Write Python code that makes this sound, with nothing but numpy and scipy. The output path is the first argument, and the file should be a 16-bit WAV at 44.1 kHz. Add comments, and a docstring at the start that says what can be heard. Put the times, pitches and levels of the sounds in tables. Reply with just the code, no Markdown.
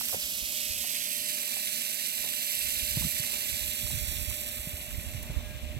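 """Hose spray on a paved road

Pumped water jets from a hose and spatters; random ticks and ringing bubbles make the splash, to the right.
The listener turns away and walks toward the pump, so the spray fades and dulls.
Pump and engine hum far off as wavering partials over coloured-noise air; a gliding sine is one bird call.
Noise gusts and short swings of pressure buffet two microphone ports; struck resonances make the knocks,
plops and grit, and coloured grains the scuffing soles."""
import sys
import numpy as np
from scipy import signal
from scipy.fft import rfft, irfft, next_fast_len
from scipy.io import wavfile
from scipy.ndimage import uniform_filter1d, map_coordinates

SR = 44100
rng = np.random.default_rng(int(sys.argv[2]) if len(sys.argv) > 2 else 0)


def master_out(mix):
    """Clip the mix to full scale and print it as 16-bit PCM to the path in sys.argv[1]."""
    frames = np.transpose(np.atleast_2d(mix))
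    ceiling = np.clip(frames, -1, 1)
    pcm = np.round(ceiling * 32767).astype(np.int16)
    wavfile.write(sys.argv[1], SR, pcm)


N = 255548
TIME = np.arange(N) / SR  # s

# Spray bearing and how unlike the two ports sound: time_s, left_port_lag_ms, relative_width
BEARING = [(0, 0.15, 15), (.22, 0.22, 2.2), (.4, 0.26, 1.9), (.65, .3, 5.2), (.95, 0.37, 5.8),
           (1.3, 0.44, 1.2), (1.55, 0.47, 0.87), (1.85, 0.47, 0.59), (2.45, 0.45, 0.54), (3.05, 0.46, 1.4),
           (3.6, 0.477, 0.39), (4.15, 0.51, 0.21), (4.8, 0.49, 0.29), (5.15, 0.49, 1.2), (5.79, 0.49, 3.5)]
# Splash loudness where the listener first stands: time_s, level_db
JET_LEVEL = [(0, -1.7), (.35, -0.25), (1.05, -0.36), (2.1, -0.5), (2.65, 0.77), (3.4, 0.5)]
# Base splash spectrum at each port: freq_hz, density_db_per_hz
SPLASH_LEFT = [(700, -106), (1000, -94.5), (1400, -86.5), (1900, -78.4), (2600, -73.2), (3700, -74.8),
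               (4900, -78.3), (6200, -83.5), (6900, -84.3), (7800, -82), (9000, -89.5), (10500, -87.5),
               (12500, -84.3), (15600, -84)]
SPLASH_RIGHT = [(700, -106), (1000, -95), (1400, -87.5), (1900, -78.3), (2700, -72.3), (4600, -72.7),
                (5300, -73.8), (6300, -70.8), (6900, -75), (7950, -66.8), (9100, -73), (10700, -69.2),
                (11400, -70.4), (12500, -65), (14500, -74), (15700, -83.5)]
# Splash power common to both ports at width 1: freq_hz, share_0_to_1
SPLASH_SHARED = [(2000, 0.97), (3300, 0.96), (4900, 0.93), (6000, 0.25), (8000, 0.56), (12000, 0.6),
                 (15500, 0)]
# Turn past the spray: time_s, heading (0 ahead, 1 beside, 2 behind)
HEADING = [(.7, 0.3), (1.5, 1.1), (3.55, 1), (4.05, 1.4)]
# Left-port phase lead from the path round the casing, per heading: freq_hz, lead_turns
LEAD_AHEAD = [(1700, -0.016), (2400, 0.0044), (3200, 0.021), (4900, 0.21), (5700, .35), (7900, 0.67)]
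LEAD_BESIDE = [(1700, -0.0081), (2400, 0.00096), (3300, 0.0058), (4100, -0.039), (5700, .03), (6600, 0.34),
               (7900, 0.32), (10500, 0.77), (14500, 0.78)]
LEAD_BEHIND = [(1700, 0.027), (2800, 0.064), (4100, 0), (4900, -0.17), (5700, -0.15), (7900, -0.12),
               (10500, 0.46), (14500, 1)]
# Bands of the hiss that weaken, or swell (negative loss), for a while:
# start_s, end_s, centre_hz, width_hz, left_loss_db, right_loss_db
DIPS = [(-0.5, 0.85, 3860, 447, 4.5, 1.5), (0, 0.86, 9800, 1000, 1.5, 1.5),
        (-0.3, 2.25, 13500, 710, -0.5, 2.5), (1.15, 4.2, 3280, 170, -2, 0.5), (1, 3.84, 5700, 800, 4, 1),
        (3.5, 4.6, 4500, 770, -2.5, 1), (3, 4.6, 6900, 700, 3, -0.5), (3.7, 6.5, 9700, 800, 4, 1.5),
        (5, 6, 5500, 700, 2, -3)]
DIP_FADE_S = 0.44
# Broad dip cast by the casing on the right port: time_s, depth_db
CASING_SHADE = [(0, -2), (3.3, -0.5), (4.1, 1.5), (4.7, 8), (5.79, 12)]
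CASING_SHADE_HZ, CASING_SHADE_WIDTH_HZ = 4780, 1220
# Treble shaded by the listener's body: time_s, left_loss_db, right_loss_db
BODY_SHADOW = [(1, 0, -1.5), (3.5, -1, -0.16), (4.4, 4, -0.4), (5.1, 12, 5), (5.3, 15, 10.5),
               (5.79, 21, 13)]
# Walk away from the splash
WALK_FROM_S, WALK_M_PER_S, SPLASH_DISTANCE_M = 3.14, 0.94, 1.064
# Extra left-port treble while facing the spray, lost on turning
FACING_DB, TURN_S = 9, 0.69
# Grip shift takes treble from the right port: a finger shades it, then eases off
GRIP_S, GRIP_TAKES_S, OPEN_PORT_DB = 0.14, 0.037, 1.5
GRIP_SHADE_DB, GRIP_EASE_S = 3, 0.43

# Partials of the mains pump motor: multiple, level_db
PUMP_PARTIALS = [(2, -69), (4, -66.5), (6, -78), (10, -57), (14, -86)]
PUMP_HZ = 60.15
# Partials of the far engine: multiple, level_db
ENGINE_PARTIALS = [(2, -68.5), (3, -63), (4, -69), (7, -74), (8, -83)]
ENGINE_HZ = 77.4
# Outdoor air and the pump's churning: freq_hz, density_db_per_hz
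AIR_COLOUR = [(25, -86), (60, -110), (130, -85.5), (240, -77.5), (330, -88), (430, -91), (620, -82.5),
              (730, -87.5), (850, -94.5), (1100, -94), (2000, -104.5), (5000, -106), (15000, -116)]
# Far sounds during the walk toward the pump: time_s, gain_db
APPROACH = [(0, -1.5), (2.2, -2), (3.3, -0.5), (5.79, 2)]

# Wind rumble spectrum before levelling: freq_hz, density_db_per_hz
WIND_COLOUR = [(20, -36), (31, -10), (43, 0.5), (66, 5.5), (100, -3.5), (140, -11), (250, -21.5),
               (500, -40.5), (1500, -43.5)]
# Gusts: start_s, hold_s, left_level_db, right_level_db
GUSTS = [(0.02, 0.55, -68, -56), (0.687, 0.12, -54, -57), (.9, 0.78, -79, -66), (2.197, 0.094, -66, -56),
         (2.647, 0.51, -56, -47), (2.98, 0.067, -38, -35), (3.22, .25, -59, -54), (3.53, .15, -71, -40.5),
         (3.853, 0.45, -56, -34.5), (4.39, 0.44, -49, -47), (4.917, 1, -47.5, -36.5)]
GUST_ATTACK_S, GUST_RELEASE_S = 0.049, 0.043
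BREEZE_LEFT_DB, BREEZE_RIGHT_DB = -76, -72
# Single eddies, before raggedness: start_s, pitch_hz, left_peak_db, right_peak_db
BUFFETS = [(.135, 95, -43, -41), (0.164, 185, -39, -50), (.182, 200, -45, -54), (.238, 64, -56, -39),
           (0.416, 57, -64, -35), (.695, 69, -35, -58), (0.764, 100, -46, -56), (1.193, 70, -65, -51),
           (2.568, 105, -47, -60), (2.641, 70, -59, -41), (2.821, 54.7, -49, -30), (2.907, 68, -35.5, -48),
           (2.968, 141, -24, -22), (3.008, 190, -34, -29), (3.036, 161, -31, -28), (3.048, 177, -32, -28),
           (3.061, 150, -34, -27.5), (3.197, 125.8, -35, -31.5), (3.683, 75, -46, -38),
           (3.83, 85, -38, -32), (3.93, 124.8, -42, -30.5), (3.968, 111, -46, -27), (4.074, 68, -40, -28),
           (4.275, 70, -53, -35), (4.589, 65.5, -39, -36), (4.669, 162, -34, -31.5),
           (4.731, 73.2, -34, -31), (4.975, 76, -50, -24), (5.143, 114, -38, -27.5), (5.295, 127, -31, -29),
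           (5.361, 62, -44, -18), (5.653, 65, -52, -25.5), (5.762, 111.7, -53, -24)]

# Knocks and rubs on the casing, before its thud:
# start_s, pitch_hz, decay_s, left_peak_db, right_peak_db
KNOCKS = [(.012, 835, 0.00088, -25.5, -49), (.094, 1110, 0.0016, -37, -36), (.127, 655, 0.02, -29.5, -46),
          (.1445, 460, 0.0012, -22.5, -37), (.842, 584, 0.005, -36, -58), (1.568, 560, 0.0031, -35, -53),
          (2.240, 575, 0.031, -34, -59), (2.972, 600, 0.005, -39, -36), (3.020, 845, 0.006, -42, -39),
          (3.043, 1110, 0.0037, -40, -40), (3.199, 600, .004, -49, -49), (3.867, 1010, .002, -44, -45),
          (3.905, 792, 0.0034, -44, -41), (4.312, 900, 0.0025, -46, -40), (4.585, 1000, .002, -52, -45),
          (4.910, 1690, .003, -35, -34), (5.30, 388, 0.011, -39, -42.5)]
# Larger bubbles in the puddle: start_s, pitch_hz, decay_s, left_peak_db, right_peak_db
PLOPS = [(.949, 2300, 0.0036, -33, -33), (2.336, 1630, .003, -37, -46), (3.123, 2080, .003, -33, -31),
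         (3.167, 2100, .003, -32, -30), (3.237, 1920, 0.0036, -32, -29)]
# Soles on the sandy road: start_s, length_s, level_db
SCUFFS = [(1.25, 0.5, -62), (2.08, .32, -64.5), (3.148, 0.38, -59), (3.95, 0.31, -64), (5.15, 0.4, -57.5)]
# Scuff spectrum before levelling: freq_hz, density_db_per_hz
SCUFF_COLOUR = [(150, -14), (400, 3.5), (900, 1), (1500, -3), (3000, -15), (8000, -32)]
# Grit ticks on the road: start_s, pitch_hz, decay_s, left_peak_db, right_peak_db
GRIT = [(3.988, 12000, 0.0025, -39, -19), (4.487, 11500, .003, -41, -22), (4.518, 13000, .008, -40, -27),
        (5.228, 12500, 0.0045, -44, -28)]
CUTOFF_HZ = 15900


def from_db(db):
    """Decibels to gain."""
    return 10 ** (np.asarray(db) / 20)


def rms_one(x):
    """Scale to rms 1."""
    return x / np.sqrt(np.mean(x ** 2) + 1e-20)


def in_time(rows, times_s=TIME):
    """Interpolate the columns of a curve at the given times."""
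    knots_s, *columns = np.transpose(rows)
    return np.array([np.interp(times_s, knots_s, column) for column in columns])


def at_hz(points, hz):
    """Interpolate a spectrum on a log-frequency axis."""
    knots_hz, value = np.transpose(points)
    return np.interp(np.log(hz + 1), np.log(knots_hz), value)


def drift(rate_hz):
    """Smooth random curve of rms 1 with rate_hz knots a second."""
    knots = rng.standard_normal(4096)
    return rms_one(map_coordinates(knots, [TIME * rate_hz], order=3, mode="wrap"))


def colour(x, spectrum):
    """Filter x so that white input of rms 1 gets the spectrum in dB per Hz."""
    size = next_fast_len(N)
    hz = np.fft.rfftfreq(size, 1 / SR)
    shaped = irfft(rfft(x, size) * from_db(at_hz(spectrum, hz)), size)
    return shaped[..., :N] * np.sqrt(SR / 2)


def resonate(x, hz, width_hz):
    """Two-pole resonance with gain 1 on top."""
    r = np.exp(-np.pi * width_hz / SR)
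    numerator = np.array([1, 0, -1]) * (1 - r * r) / 2
    denominator = [1, -2 * r * np.cos(2 * np.pi * hz / SR), r * r]
    return signal.lfilter(numerator, denominator, x + 1e-18)


def drops(per_s, spread_db):
    """Impacts at random moments: many small, few large."""
    sizes = from_db(spread_db * np.minimum(rng.exponential(1, N), 6))
    signs = rng.choice([-1, 1], N)
    return sizes * signs * (rng.random(N) < per_s / SR)


def spatter(per_s, spread_db, bubbles_per_s, bubble_db, bubble_cycles, clump_db):
    """Drops tick on the road in clumps; small bubbles in the water film burst and ring briefly."""
    ticks = rms_one(drops(per_s, spread_db) * from_db(clump_db * drift(260)))
    bursts = drops(bubbles_per_s, spread_db)
    pitches_hz = np.geomspace(1500, 6000, 30)
    pitch_index = rng.integers(0, 30, N)
    rings = 0
    for k, hz in enumerate(pitches_hz):
        rings = rings + resonate(bursts * (pitch_index == k), hz, hz / bubble_cycles)
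    return rms_one(ticks + from_db(bubble_db) * rms_one(rings))


def lead_by_heading(tables, hz, times_s):
    """Blend the ahead, beside and behind phase leads as the listener turns."""
    heading = np.clip(in_time(HEADING, times_s)[0], 0, 2)
    lead_turns = 0
    for k, table in enumerate(tables):
        weight = np.clip(1 - np.abs(heading - k), 0, 1)
        lead_turns = lead_turns + at_hz(table, hz) * weight
    return lead_turns


def spray_levels(times_s):
    """Splash and per-port treble levels in dB: all fall with distance, treble also with turning away."""
    walked_m = WALK_M_PER_S * np.maximum(times_s - WALK_FROM_S, 0)
    distance_ratio = np.hypot(1, walked_m / SPLASH_DISTANCE_M)
    splash_db = in_time(JET_LEVEL, times_s)[0] - 20 * np.log10(distance_ratio)
    left_shadow_db, right_shadow_db = in_time(BODY_SHADOW, times_s)
    facing_db = FACING_DB * np.exp(-times_s / TURN_S)
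    gripped = np.clip((times_s - GRIP_S) / GRIP_TAKES_S, 0, 1)
    finger_db = gripped * GRIP_SHADE_DB * np.exp((GRIP_S - times_s) / GRIP_EASE_S)
    open_db = OPEN_PORT_DB * (1 - gripped) - finger_db
    left_treble_db = splash_db + facing_db - left_shadow_db
    right_treble_db = splash_db + open_db - right_shadow_db
    return splash_db, left_treble_db, right_treble_db


def port_dips(hz, times_s):
    """Per-port loss in dB: bands of the hiss that weaken or swell for a while."""
    loss_db = 0
    for start_s, end_s, centre_hz, width_hz, *ports_db in DIPS:
        edge_s = np.minimum(times_s - start_s, end_s - times_s)
        present = np.clip(edge_s / DIP_FADE_S + .5, 0, 1)
        bell = np.exp(-((hz - centre_hz) / width_hz) ** 2 / 2)
        loss_db = loss_db + np.multiply.outer(ports_db, present * bell)
    return loss_db


def spray(surge_db, flicker_db, gurgle_db, treble_from_hz, treble_full_hz):
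    """Jet breaks into slugs; the splash centre reaches both ports, its wide fringe each port differently."""
    patches = np.array([spatter(per_s=19000, spread_db=3.0, bubbles_per_s=1300, bubble_db=-14.0,
                                bubble_cycles=27, clump_db=.5) for _ in range(3)])
    patches = patches * from_db(surge_db * drift(30.42))
    hz, times_s, (centre, *fringe) = signal.stft(patches, SR, nperseg=256, noverlap=192)
    hz = hz[:, None]

    lag_ms, width = in_time(BEARING, times_s)
    share = np.clip(at_hz(SPLASH_SHARED, hz), .01, 1) ** np.abs(width)
    lead_turns = lead_by_heading([LEAD_AHEAD, LEAD_BESIDE, LEAD_BEHIND], hz, times_s)
    left_turns = lead_turns - hz * lag_ms / 1000
    direct = np.array([centre * np.exp(2j * np.pi * left_turns), centre])
    ports = np.sqrt(share) * direct + np.sqrt(1 - share) * np.array(fringe)

    # body and casing shade short waves, so treble fades sooner
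    splash_db, *treble_db = spray_levels(times_s)
    treble = np.clip((hz - treble_from_hz) / (treble_full_hz - treble_from_hz), 0, 1)
    level_db = (1 - treble) * splash_db + treble * np.array(treble_db)[:, None]
    level_db = level_db - port_dips(hz, times_s)
    shade_bell = np.exp(-((hz - CASING_SHADE_HZ) / CASING_SHADE_WIDTH_HZ) ** 2 / 2)
    level_db[1] -= in_time(CASING_SHADE, times_s)[0] * shade_bell

    # fine spray puffs; heavier water sloshes at its own pace
    puffs = np.interp(times_s, TIME, drift(150))
    slosh = np.interp(times_s, TIME, drift(60))
    level_db = level_db + flicker_db * treble * hz / treble_full_hz * puffs
    level_db = level_db + gurgle_db * (1 - treble) * slosh

    shaped = ports * from_db(level_db)
    left, right = signal.istft(shaped, SR, nperseg=256, noverlap=192)[1][:, :N]
    return np.array([colour(left, SPLASH_LEFT), colour(right, SPLASH_RIGHT)])


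def machine(hz, partials, wander, waver_db, sway_turns, pan_db):
    """Far steady rotor: echoes and moving air make partials waver, a little differently at each port."""
    turns = np.cumsum(hz * (1 + wander * drift(8))) / SR
    hum = np.zeros((2, N))
    for multiple, level_db in partials:
        sway = sway_turns * drift(8.9) * [[1], [-1]]
        phase_turns = round(multiple) * turns + rng.random() + sway
        gain = from_db(level_db + waver_db * drift(14)) * np.sqrt(2)
        hum += gain * np.sin(2 * np.pi * phase_turns)
    return hum * from_db([[pan_db / 2], [-pan_db / 2]])


def pump():
    """Mains motor: harmonics of its slightly wandering rate."""
    return machine(PUMP_HZ, PUMP_PARTIALS, wander=0.003, waver_db=-1.5, sway_turns=0.034, pan_db=2.5)


def engine():
    """Far engine: harmonics of its slightly wandering rate."""
    return machine(ENGINE_HZ, ENGINE_PARTIALS, wander=0.00356, waver_db=1.5, sway_turns=0.017, pan_db=-4.0)


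def air(side_db, pan_db):
    """Far background: coloured noise, nearly alike at both ports."""
    mid, side = colour(rng.standard_normal((2, N)), AIR_COLOUR)
    ports = mid + from_db(side_db) * side * [[1], [-1]]
    return ports * from_db([[pan_db / 2], [-pan_db / 2]])


def wind_strength():
    """Gain at each port: each gust swells, holds and dies away over a light breeze."""
    power = from_db([[BREEZE_LEFT_DB], [BREEZE_RIGHT_DB]]) ** 2
    for start_s, hold_s, *ports_db in GUSTS:
        before_s = np.maximum(start_s - TIME, 0)
        after_s = np.maximum(TIME - start_s - hold_s, 0)
        envelope = np.exp(-before_s / GUST_ATTACK_S - after_s / GUST_RELEASE_S)
        power = power + (from_db(ports_db)[:, None] * envelope) ** 2
    return np.sqrt(power)


def wind(lumpy_db):
    """Turbulence rumbles in each port separately; gusts set its strength."""
    rumble = np.array([colour(rng.standard_normal(N), WIND_COLOUR) * from_db(lumpy_db * drift(50))
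                       for _ in range(2)])
    running_rms = np.sqrt(uniform_filter1d(rumble ** 2, size=5000))
    return rumble / running_rms * wind_strength()


def contacts(rows, width_share, scrape):
    """Sharp touch plus a short decaying scrape, coloured by a broad resonance."""
    out = np.zeros((2, N))
    age_s = np.arange(4096) / SR
    for start_s, hz, decay_s, *ports_db in rows:
        rub = rng.standard_normal(len(age_s)) * np.exp(-age_s / decay_s)
        force = (age_s == 0) + scrape * rub
        width_hz = hz * width_share
        knock = resonate(resonate(force, hz, width_hz), hz, 2 * width_hz)
        start = max(round(start_s * SR), 0)
        out[:, start:start + len(knock)] += from_db(ports_db)[:, None] * knock / np.abs(knock).max()
    return out


def handling(thud_hz, thud_width_hz, thud_db):
    """Hand knocks also shake the whole casing, adding a short low thud."""
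    knocks = contacts(KNOCKS, width_share=0.56, scrape=0.13)
    thud = resonate(resonate(knocks, thud_hz, thud_width_hz), thud_hz, thud_width_hz)
    return knocks + from_db(thud_db) * thud


def buffets(rise_cycles):
    """An eddy swings the pressure for two or three cycles; its ragged edge spreads upward."""
    out = np.zeros((2, N))
    ragged = 1 + 0.18 * np.array([drift(600), drift(600)])
    for start_s, hz, *ports_db in BUFFETS:
        cycles = np.clip((TIME - start_s) * hz, 0, 20)
        rise = cycles / rise_cycles
        swell = (rise * np.exp(1 - rise)) ** 2
        out += from_db(ports_db)[:, None] * swell * np.sin(2 * np.pi * cycles)
    return out * ragged


def plops():
    """Larger puddle bubbles: struck resonances with a faint scrape."""
    return contacts(PLOPS, width_share=0.19, scrape=0.058)


def footsteps(grains_per_s, spread_db, side_db):
    """Sand crunches under the sole, swelling and fading as the foot rolls."""
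    mid, side = (rms_one(colour(drops(grains_per_s, spread_db), SCUFF_COLOUR)) for _ in range(2))
    pressure = 0
    for start_s, length_s, level_db in SCUFFS:
        along = np.clip((TIME - start_s) / length_s, 0, 1)
        pressure = pressure + from_db(level_db) * np.sin(np.pi * along)
    return pressure * (mid + from_db(side_db) * side * [[1], [-1]])


def grit():
    """Grit ticks on the road: broad high resonances with a strong scrape."""
    return contacts(GRIT, width_share=0.76, scrape=.7)


def bird(start_s, length_s, from_hz, to_hz, level_db):
    """One faint, slightly falling whistle: a gliding sine that swells and fades."""
    along = np.clip((TIME - start_s) / length_s, 0, 1)
    pitch_hz = from_hz + (to_hz - from_hz) * along
    return from_db(level_db) * np.sin(np.pi * along) * np.sin(2 * np.pi * np.cumsum(pitch_hz) / SR)


def scene():
    """Spray in front of the far sounds; wind and handling at the ports."""
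    water = spray(surge_db=0.33, flicker_db=0.68, gurgle_db=0.73, treble_from_hz=3070, treble_full_hz=9450)
    far = pump() + engine() + air(side_db=-9.0, pan_db=1.0)
    far = far + bird(start_s=5.405, length_s=0.205, from_hz=1665, to_hz=1605, level_db=-56.5)
    far = far * from_db(in_time(APPROACH))
    at_ports = wind(lumpy_db=2.5) + buffets(rise_cycles=0.78)
    at_ports = at_ports + handling(thud_hz=190, thud_width_hz=227, thud_db=3.0)
    road = plops() + footsteps(grains_per_s=1500, spread_db=2.5, side_db=-3) + grit()
    return water + far + at_ports + road


def record(dry):
    """Steep elliptic low-pass cuts the top."""
    lowpass = signal.ellip(14, .1, 90, CUTOFF_HZ, fs=SR, output="sos")
    return signal.sosfilt(lowpass, dry)


dry = scene()
out = record(dry)
master_out(out)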